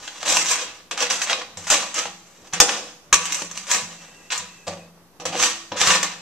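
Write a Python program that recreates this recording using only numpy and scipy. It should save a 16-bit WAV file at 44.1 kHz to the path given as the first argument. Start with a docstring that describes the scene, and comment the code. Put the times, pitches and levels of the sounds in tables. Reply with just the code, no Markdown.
"""Gritty scrapes and metallic knocks: a slotted turner on a thin baking sheet held over a pot, small kitchen.
Grit under the edge and single blows drive the sheet's thicket of modes; bumps on the pot rim hum low.
The sheet's corner rubs the rim with a faint squeal that stirs the pot, over a quiet steady room tone.
Two microphone ports with unlike resonances hear it, clip on the hardest blows and hiss faintly."""
import sys
import numpy as np
from scipy import signal
from scipy.fft import rfft, irfft, next_fast_len
from scipy.io import wavfile
from scipy.ndimage import uniform_filter1d

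SR = 44100
rng = np.random.default_rng(int(sys.argv[2]) if len(sys.argv) > 2 else 0)


def wav_record(signal):
    """Record a signal, one row per channel, as 16-bit PCM in the file named by sys.argv[1]."""
    frames = np.transpose(np.atleast_2d(signal))
    bounded = np.clip(frames, -1, 1)
    # unit amplitude maps onto the largest positive 16-bit level
    quanta = np.round(bounded * 32767).astype(np.int16)
    wavfile.write(sys.argv[1], SR, quanta)


N = 273861
SIZE = next_fast_len(N + 2 * SR)  # transform length, with space for the tails
HZ = np.maximum(np.fft.rfftfreq(SIZE, 1 / SR), 1)
T = np.arange(N) / SR

# Room tone of the kitchen, spectrum before its overall level is set: f/Hz, level/dB per Hz
ROOM_TONE = [(18, -47.5), (30, -16), (130, -12), (169, -10), (202, -10), (469, -12), (585, -14.5),
             (1090, -16.5), (6000, -40.5), (7800, -68), (13200, -120)]
# Stereo width of the sound field: f/Hz, side minus mid level/dB
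STEREO_WIDTH = [(60, -8.5), (200, -26), (700, -10.5), (1290, -6.5), (2380, -3.5), (4400, 2.5), (8000, 2.5)]
# Resonances of the pot: f/Hz, width/Hz, level/dB
POT_MODES = [(1630, 40, 10), (1950, 100, 9), (2430, 18, 6), (3040, 30, -6), (4600, 55, -12)]
# Low bumps of the sheet on the pot rim: t/s, level/dB
RIM_BUMPS = [(1.572, -8), (2.533, 0), (2.601, -5.5), (3.57, -10), (3.83, -3), (4.398, -6), (4.68, -1),
             (5.3, -4), (5.719, -7), (5.871, 8)]
# Turner dragging: start t/s, time to full pressure/s, level/dB, easing off/dB per s (size only),
# bass level/dB and treble level/dB, both against the middle and at full pressure
DRAG_STROKES = [(0.0, 0.00071, -36.5, 13, -4, -6.5), (0.228, 0.0014, -25.5, 250, -2.5, -14),
                (0.252, 0.043, -18, 0, -2, -2.5), (0.392, 0.001, -18, 154, -3, -2),
                (0.432, 0.077, -16.5, 224, -12, -1), (0.571, 0.0022, -22.5, 46, -3, -7),
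                (0.654, 0.0017, -29.5, 140, -2.5, -24), (0.913, .002, -23.5, 263, 5, -11),
                (0.971, 0.049, -17.5, 223, -1.5, -7.5), (1.098, 0.0016, -20.5, 76, -3, -3.5),
                (1.217, .002, -25.5, 250, -11, 1), (1.262, 0.044, -19, 157, 0.5, -9.5),
                (1.571, .002, -37.5, 137, 6, -1), (1.637, 0.05, -26.5, 33, -5, -3.5),
                (1.699, 0.0017, -13.5, 108, -2.5, -3), (1.943, 0.04, -19.5, 156, -3.5, -5),
                (2.16, .002, -51.5, -1, 2, -4.5), (2.526, 0.013, -17.5, 301, -2, -11.5),
                (2.609, 0.0019, -19.5, 249, 9.5, 1.5), (2.671, 0.028, -20.5, 135, 4.5, -7),
                (3.127, 0.0026, -13, 311, -8, -3), (3.179, 0.0017, -26.5, 18, -4.5, -6),
                (3.321, 0.0015, -29, 56, -2, -0.5), (3.475, .12, -33.5, 100, -9, -4),
                (3.672, 0.065, -19.5, 155, -4, -1), (3.86, .002, -41.5, 31, 3.5, -6.5),
                (4.304, 0.016, -21.5, 137, -8.5, -6), (4.671, 0.0024, -32.5, 165, 15, -7.5),
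                (5.201, .002, -36.5, 264, 14, -10), (5.253, 0.0026, -21, 199.5, 4.5, -6.5),
                (5.309, .02, -26, 62.5, 10.5, -13), (5.367, 0.074, -15.5, 158, -7.5, -3),
                (5.716, 0.0014, -30, 140, 13, -21), (5.764, 0.033, -18, 1, -11, -5.5),
                (5.82, 0.054, -9.5, 94, -5.5, -6.5)]
# Turner striking: t/s, level/dB, bass level/dB and treble level/dB, both against the middle
TURNER_BLOWS = [(0.0771, .5, -14, -13.5), (0.2289, -5, 7, -2.5), (0.2775, 7, -6, -18), (0.2995, 7, -14, -1),
                (0.3226, 8.5, -2, -3.5), (0.3683, 13.5, -17, -5), (0.4968, -20, -24, -13),
                (0.911, 7, -1, -8.5), (0.9765, 2.5, -9, -6), (1.0037, 5, -19, -5), (1.108, 9.5, -19, -11),
                (1.2164, 7.5, -31, -9), (1.297, 10, -36, -15), (1.329, 11, -25, -24), (1.5711, -10, 7, 3),
                (1.6689, -4.5, 1.5, -4), (1.7011, 9.5, 0, 3), (1.7144, -7, 0, 11), (1.942, -7, -24, 6),
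                (1.9819, 6, -4, -17), (2.0549, -0.5, 9, -30), (2.5345, 5.5, -5, -4), (2.601, 24, -16, -2),
                (2.611, 13.5, -27, -4.5), (2.6914, 9.5, -11, -16), (3.1272, 19.5, -3.5, -5.5),
                (3.1401, 12, -25, 2), (3.2541, 0, -15, 3), (3.3221, 8, -35, -2.5), (3.3442, 2, -23, 5),
                (3.4192, 0, 7.5, -5), (3.512, -8.5, 2, 1), (3.5745, -2, -15, -1), (3.7138, 14, -20, -4.5),
                (3.745, 12, -3, -5), (4.3029, 4.5, -10, -19), (4.3211, 1, -25, -16), (4.377, -11, -13, 13),
                (4.4184, -17, -2, -8), (4.668, -8.5, 6, -9), (4.6791, -6, 3, -1.5),
                (5.1987, -6.5, 15.5, -11), (5.2535, 4.5, 2, -3.5), (5.3978, 10, -2.5, -15),
                (5.435, 14.5, -32, -9), (5.7186, 2.5, 10, -28), (5.814, 16, -1.5, -7.5),
                (5.8714, 12, -18, -5), (5.9034, 13.5, -20, -27), (6.029, 10, -4, -1.5)]
# Sheet modes that stand out of the thicket: f/Hz, level over the thicket/dB, t60/s
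SHEET_MODES = [(94.2, 31.5, 0.41), (161.2, 19.5, 1.56), (170.3, 27.5, 1.2), (191.2, 19, .8),
               (220, 13.5, 0.73), (306.4, 12.5, 0.28), (333.3, 12.5, 1), (491.7, 13, 0.081),
               (561, 13.5, 0.2), (664, 4.5, 0.83), (814.3, 7.5, 0.29), (986, 10.5, 0.48), (1127, 6, 0.36),
               (1145, 12, 0.37), (1272, 4, 0.075), (1408, 0, 0.43), (1420, -6.5, 0.2), (1868, 12, 0.13),
               (2336, -6, 0.3), (2570, 10.5, 0.088), (2513, -7.5, 0.15), (6830, 0, .12),
               (6500, -10.5, 0.082), (7400, 3.5, 0.21)]
# The thicket of close sheet modes: f/Hz, relative level/dB per Hz, t60/s
MODE_THICKET = [(56.6, -31, .15), (202, -2, 0.12), (463, -2.5, 0.22), (1219, 2.5, 0.1), (1580, -1.5, 0.15),
                (2566, 1.5, 0.21), (4620, -5.5, 0.13), (6430, -6, 0.099), (9500, -8, 0.17),
                (14500, -4.5, 0.068)]
# Microphone ports, left then right: resonance f/Hz, width/Hz, roll-off f/Hz
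MIC_PORTS = [(7535, 1020, 13000), (6260, 663, 8350)]

ROOM_TONE_DB = -56
ROOM_DB, ROOM_T60_S = -18, 0.67
RUB_FROM_S, RUB_TO_S, RUB_FADE_S = 3.9, 4.92, .1
RUB_DB, RUB_EASE_DB_PER_S = -55, 4  # level as the rub begins, and its decline
SQUEAL_HZ, SQUEAL_SAG_HZ_PER_S = 2720, 145  # mean pitch as the rub begins, and its fall
BITE_DB = -11  # a stroke starts this far under full pressure
BASS_GAIN_PER_DB, TREBLE_LOSS_PER_DB = 0.0869, 0.25  # a lighter touch is duller
DRAG_SHOVE_DB, BLOW_SHOVE_DB = -18.5, -15.5  # flexing of the whole sheet, against the bass
CHATTER_S, CONTACT_S, BUMP_S = 0.0029, .0005, .0015  # decay, onset and bump time constants
CRACK_DB = -5  # contact crack, against the thicket's spectrum
PORT_LAG_S = 3e-5  # the left port hears late
LOPSIDED = 0.217  # share of the squared signal in the left preamp
TOP_HZ = 14300


def undb(db):
    """Turn a level in dB into an amplitude ratio."""
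    return 10 ** (np.asarray(db) / 20)


def along(table, hz, axis=1):
    """Read a column of a table on a log-frequency axis."""
    table = np.array(table, float)
    return np.interp(np.log(hz), np.log(table[:, 0]), table[:, axis])


def walk(rate):
    """Random levels held 1 / rate s and slewed; spread near 1."""
    k = int(SR / rate)
    held = np.repeat(rng.standard_normal(N // k + 1), k)
    return 1.365 * uniform_filter1d(held, k)[:N]


def left_right(mid, side, hz):
    """Spread mid and side spectra over two channels, alike in level, by the stereo width table."""
    side = side * undb(along(STEREO_WIDTH, hz))
    return mid + side, mid - side


def shaped(gain, db):
    """Steady two-channel noise of a given spectrum and level, more alike left and right in the bass."""
    mid, side = rfft(rng.standard_normal((2, SIZE)))
    x = irfft(gain * np.array(left_right(mid, side, HZ)), SIZE)[:, :N]
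    return x * undb(db) / np.std(x)


def peaks(table):
    """Gain of a set of resonances, summed in power."""
    power = sum(undb(2 * db) / (1 + (2 * (HZ - hz) / width) ** 2) ** 2 for hz, width, db in table)
    return np.sqrt(power)


def room_tone():
    """Background noise of the kitchen, mostly low, its level wavering at random."""
    return shaped(undb(along(ROOM_TONE, HZ)), ROOM_TONE_DB) * undb(1.8 * walk(21))


def room():
    """Direct sound, then a fading diffuse tail from tiles and cupboards with softened treble."""
    t = np.arange(SR // 2) / SR
    noise = rng.standard_normal((2, len(t))) * (t > .004)
    tail = rfft(noise * undb(-60 * t / ROOM_T60_S), SIZE) / np.sqrt(1 + (HZ / 6000) ** 2)
    mid, side = tail / np.sqrt(np.mean(np.abs(tail) ** 2))
    return 1 + undb(ROOM_DB) * np.array(left_right(mid, side, HZ))


def rubbing():
    """The corner squeals faintly and unsteadily on the rim, sinking in pitch, and stirs the ring of the pot."""
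    past = T - RUB_FROM_S
    touching = np.clip(np.minimum(past, RUB_TO_S - T) / RUB_FADE_S, 0, 1)
    hz = SQUEAL_HZ - SQUEAL_SAG_HZ_PER_S * past + 50 * walk(250)
    squeal = np.sin(2 * np.pi * np.cumsum(hz) / SR) * undb(2 * walk(60))
    pot_ring = shaped(peaks(POT_MODES) + .15, 0.0)
    return (1.4 * squeal + pot_ring) * undb(RUB_DB - RUB_EASE_DB_PER_S * past) * touching


def thicket(spots):
    """Modes too close to tell apart ring like noise that dies band by band; every spot stirs another mixture."""
    t = np.arange(SR // 3) / SR
    hz = np.maximum(np.fft.rfftfreq(len(t), 1 / SR), 1)
    mid, side = rfft(rng.standard_normal((2, spots, len(t))))
    both = np.stack(left_right(mid, side, hz), axis=1) * undb(along(MODE_THICKET, hz))
    centres, _, t60s = np.transpose(MODE_THICKET)
    ring = 0
    for share, t60 in zip(np.eye(len(centres)), t60s):
        band = np.interp(np.log(hz), np.log(centres), share)
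        decay = undb(-60 * t / t60) * np.sqrt(np.log(1000) / t60 / SR)  # evens out the bands' energy
        ring = ring + irfft(both * band, len(t)) * decay
    return rfft(ring, SIZE)


def sheet(spots):
    """Ringing of the sheet at both ports for a tap at each spot: contact crack, thicket and single modes."""
    hz, db, t60 = np.transpose(SHEET_MODES)[..., None]
    damping = np.log(1000) / t60 / (2 * np.pi)  # half width of each resonance, Hz
    modes = undb(db + along(MODE_THICKET, hz)) * damping / (damping + 1j * (HZ - hz))
    # each spot feeds every mode with its own strength and phase
    size, turn, c, d = rng.standard_normal((4, spots, len(SHEET_MODES)))
    mid = undb(4.3 * size) * np.exp(2j * np.pi * turn)
    side = (c + 1j * d) * undb(along(STEREO_WIDTH, hz[:, 0]) - 3.5)
    single = np.stack([mid + side, mid - side], axis=1) @ modes / 2
    crack = undb(CRACK_DB + along(MODE_THICKET, HZ))
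    ring = thicket(spots) + single + crack
    middle = (HZ > 900) & (HZ < 5000)
    return ring / np.sqrt(np.mean(np.abs(ring[..., middle]) ** 2))


def grit(rate, spread_db, smooth):
    """Stick-slip of an edge on baked crust: dense clicks of unlike size in uneven runs, over a fine rasp."""
    busy = rate / SR * undb(3.5 * walk(70))  # chance of a click at each sample
    sizes = undb(spread_db * rng.exponential(size=N)) * rng.standard_normal(N)
    clicks = (rng.random(N) < busy) * sizes
    rasp = smooth * rng.standard_normal(N) * undb(2.57 * walk(90))
    x = clicks / np.std(clicks) + rasp
    return x / np.std(x)


def strokes():
    """Each stroke bites, presses up to its level, then eases off until the next one takes over."""
    table = np.transpose(DRAG_STROKES)
    current = np.searchsorted(table[0], T, "right") - 1
    start, rise, db, ease, bass_db, treble_db = table[:, current]
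    past = T - start - rise
    under_db = np.where(past < 0, BITE_DB * past / rise, np.abs(ease) * past)
    bass_db = bass_db + BASS_GAIN_PER_DB * under_db
    treble_db = treble_db - TREBLE_LOSS_PER_DB * under_db
    return db - under_db, bass_db, treble_db


def add_bumps(push):
    """Smooth pushes flex the whole sheet as it bumps on the pot rim."""
    t = np.arange(800) / SR
    bump = t * np.exp(-t / BUMP_S)
    bump = bump / np.linalg.norm(bump)
    for s, db in RIM_BUMPS:
        i = int(s * SR)
        push[0, i:i + len(t)] += undb(db) * bump


def add_blows(push):
    """At each blow the hand shoves smoothly while the edge chatters for a moment."""
    t = np.arange(800) / SR
    fade = np.exp(-t / CHATTER_S) - np.exp(-t / CONTACT_S)
    jolts = rng.standard_normal((len(TURNER_BLOWS), len(fade)))
    for (s, db, bass_db, treble_db), jolt in zip(TURNER_BLOWS, jolts):
        i = int(s * SR)
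        burst = np.array([fade, jolt * fade, jolt * fade, jolt * fade])
        burst = burst / np.sqrt(np.sum(burst ** 2, axis=1, keepdims=True))
        part_db = np.array([[bass_db + BLOW_SHOVE_DB], [bass_db], [0], [treble_db]])
        push[:, i:i + len(fade)] += burst * undb(db + part_db)


def force():
    """Shove, bass, middle and treble parts of the force on the sheet: dragging, bumps and blows."""
    db, bass_db, treble_db = strokes()
    part_db = np.array([bass_db + DRAG_SHOVE_DB, bass_db, 0 * db, treble_db])
    push = grit(rate=3000, spread_db=2.5, smooth=1.1) * undb(db + part_db)
    add_bumps(push)
    add_blows(push)
    return push


def turner(spots=9):
    """The contact wanders over the sheet, so the modes are fed in changing shares."""
    where = undb(12.0 * np.array([walk(22) for _ in range(spots)]))
    where = where / np.sqrt(np.sum(where ** 2, axis=0))
    shove = 1 / (1 + (HZ / 240) ** 8)
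    bass = 1 / (1 + (HZ / 800) ** 6)
    treble = 1 / (1 + (5100 / HZ) ** 10)
    radiated = 1 / (1 + (110 / HZ) ** 4)  # a thin sheet hardly sends out its slowest motion
    bands = np.array([shove * radiated, bass - shove, 1 - bass - treble, treble])
    push = force()
    fed = np.array([np.sum(bands * rfft(push * w, SIZE), axis=0) for w in where])
    return np.sum(sheet(spots) * fed[:, None], axis=0)


def scene():
    """Room tone, the rub on the pot rim, and the turner on the sheet heard in the room."""
    scraping = irfft(turner() * room(), SIZE)[:, :N]
    return room_tone() + rubbing() + scraping


def record(dry):
    """Each port resonates and rolls off; the preamp hisses and clips, the left bends lopsidedly; the top is cut."""
    s = 1j * HZ
    ports = np.array([1 / (1 + s * width / hz ** 2 + (s / hz) ** 2)
                      / (1 + 1.82 * s / edge_hz + (s / edge_hz) ** 2)
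                      for hz, width, edge_hz in MIC_PORTS])
    ports[0] *= np.exp(-2 * np.pi * s * PORT_LAG_S)
    hiss = undb(-60) * rng.standard_normal(dry.shape)
    heard = irfft(rfft(dry, SIZE) * ports, SIZE)[:, :N] + hiss
    bend = LOPSIDED * np.minimum(heard[0] ** 2, 1)
    heard = heard - np.array([bend - np.mean(bend), 0 * bend])
    tops = np.array([[.72], [.95]])  # upper clip points, left and right
    clipped = np.clip(heard, -.97, tops)
    top_cut = signal.ellip(10, .2, 70, TOP_HZ, fs=SR, output="sos")
    return signal.sosfilt(top_cut, clipped)


dry = scene()
out = record(dry)
wav_record(out)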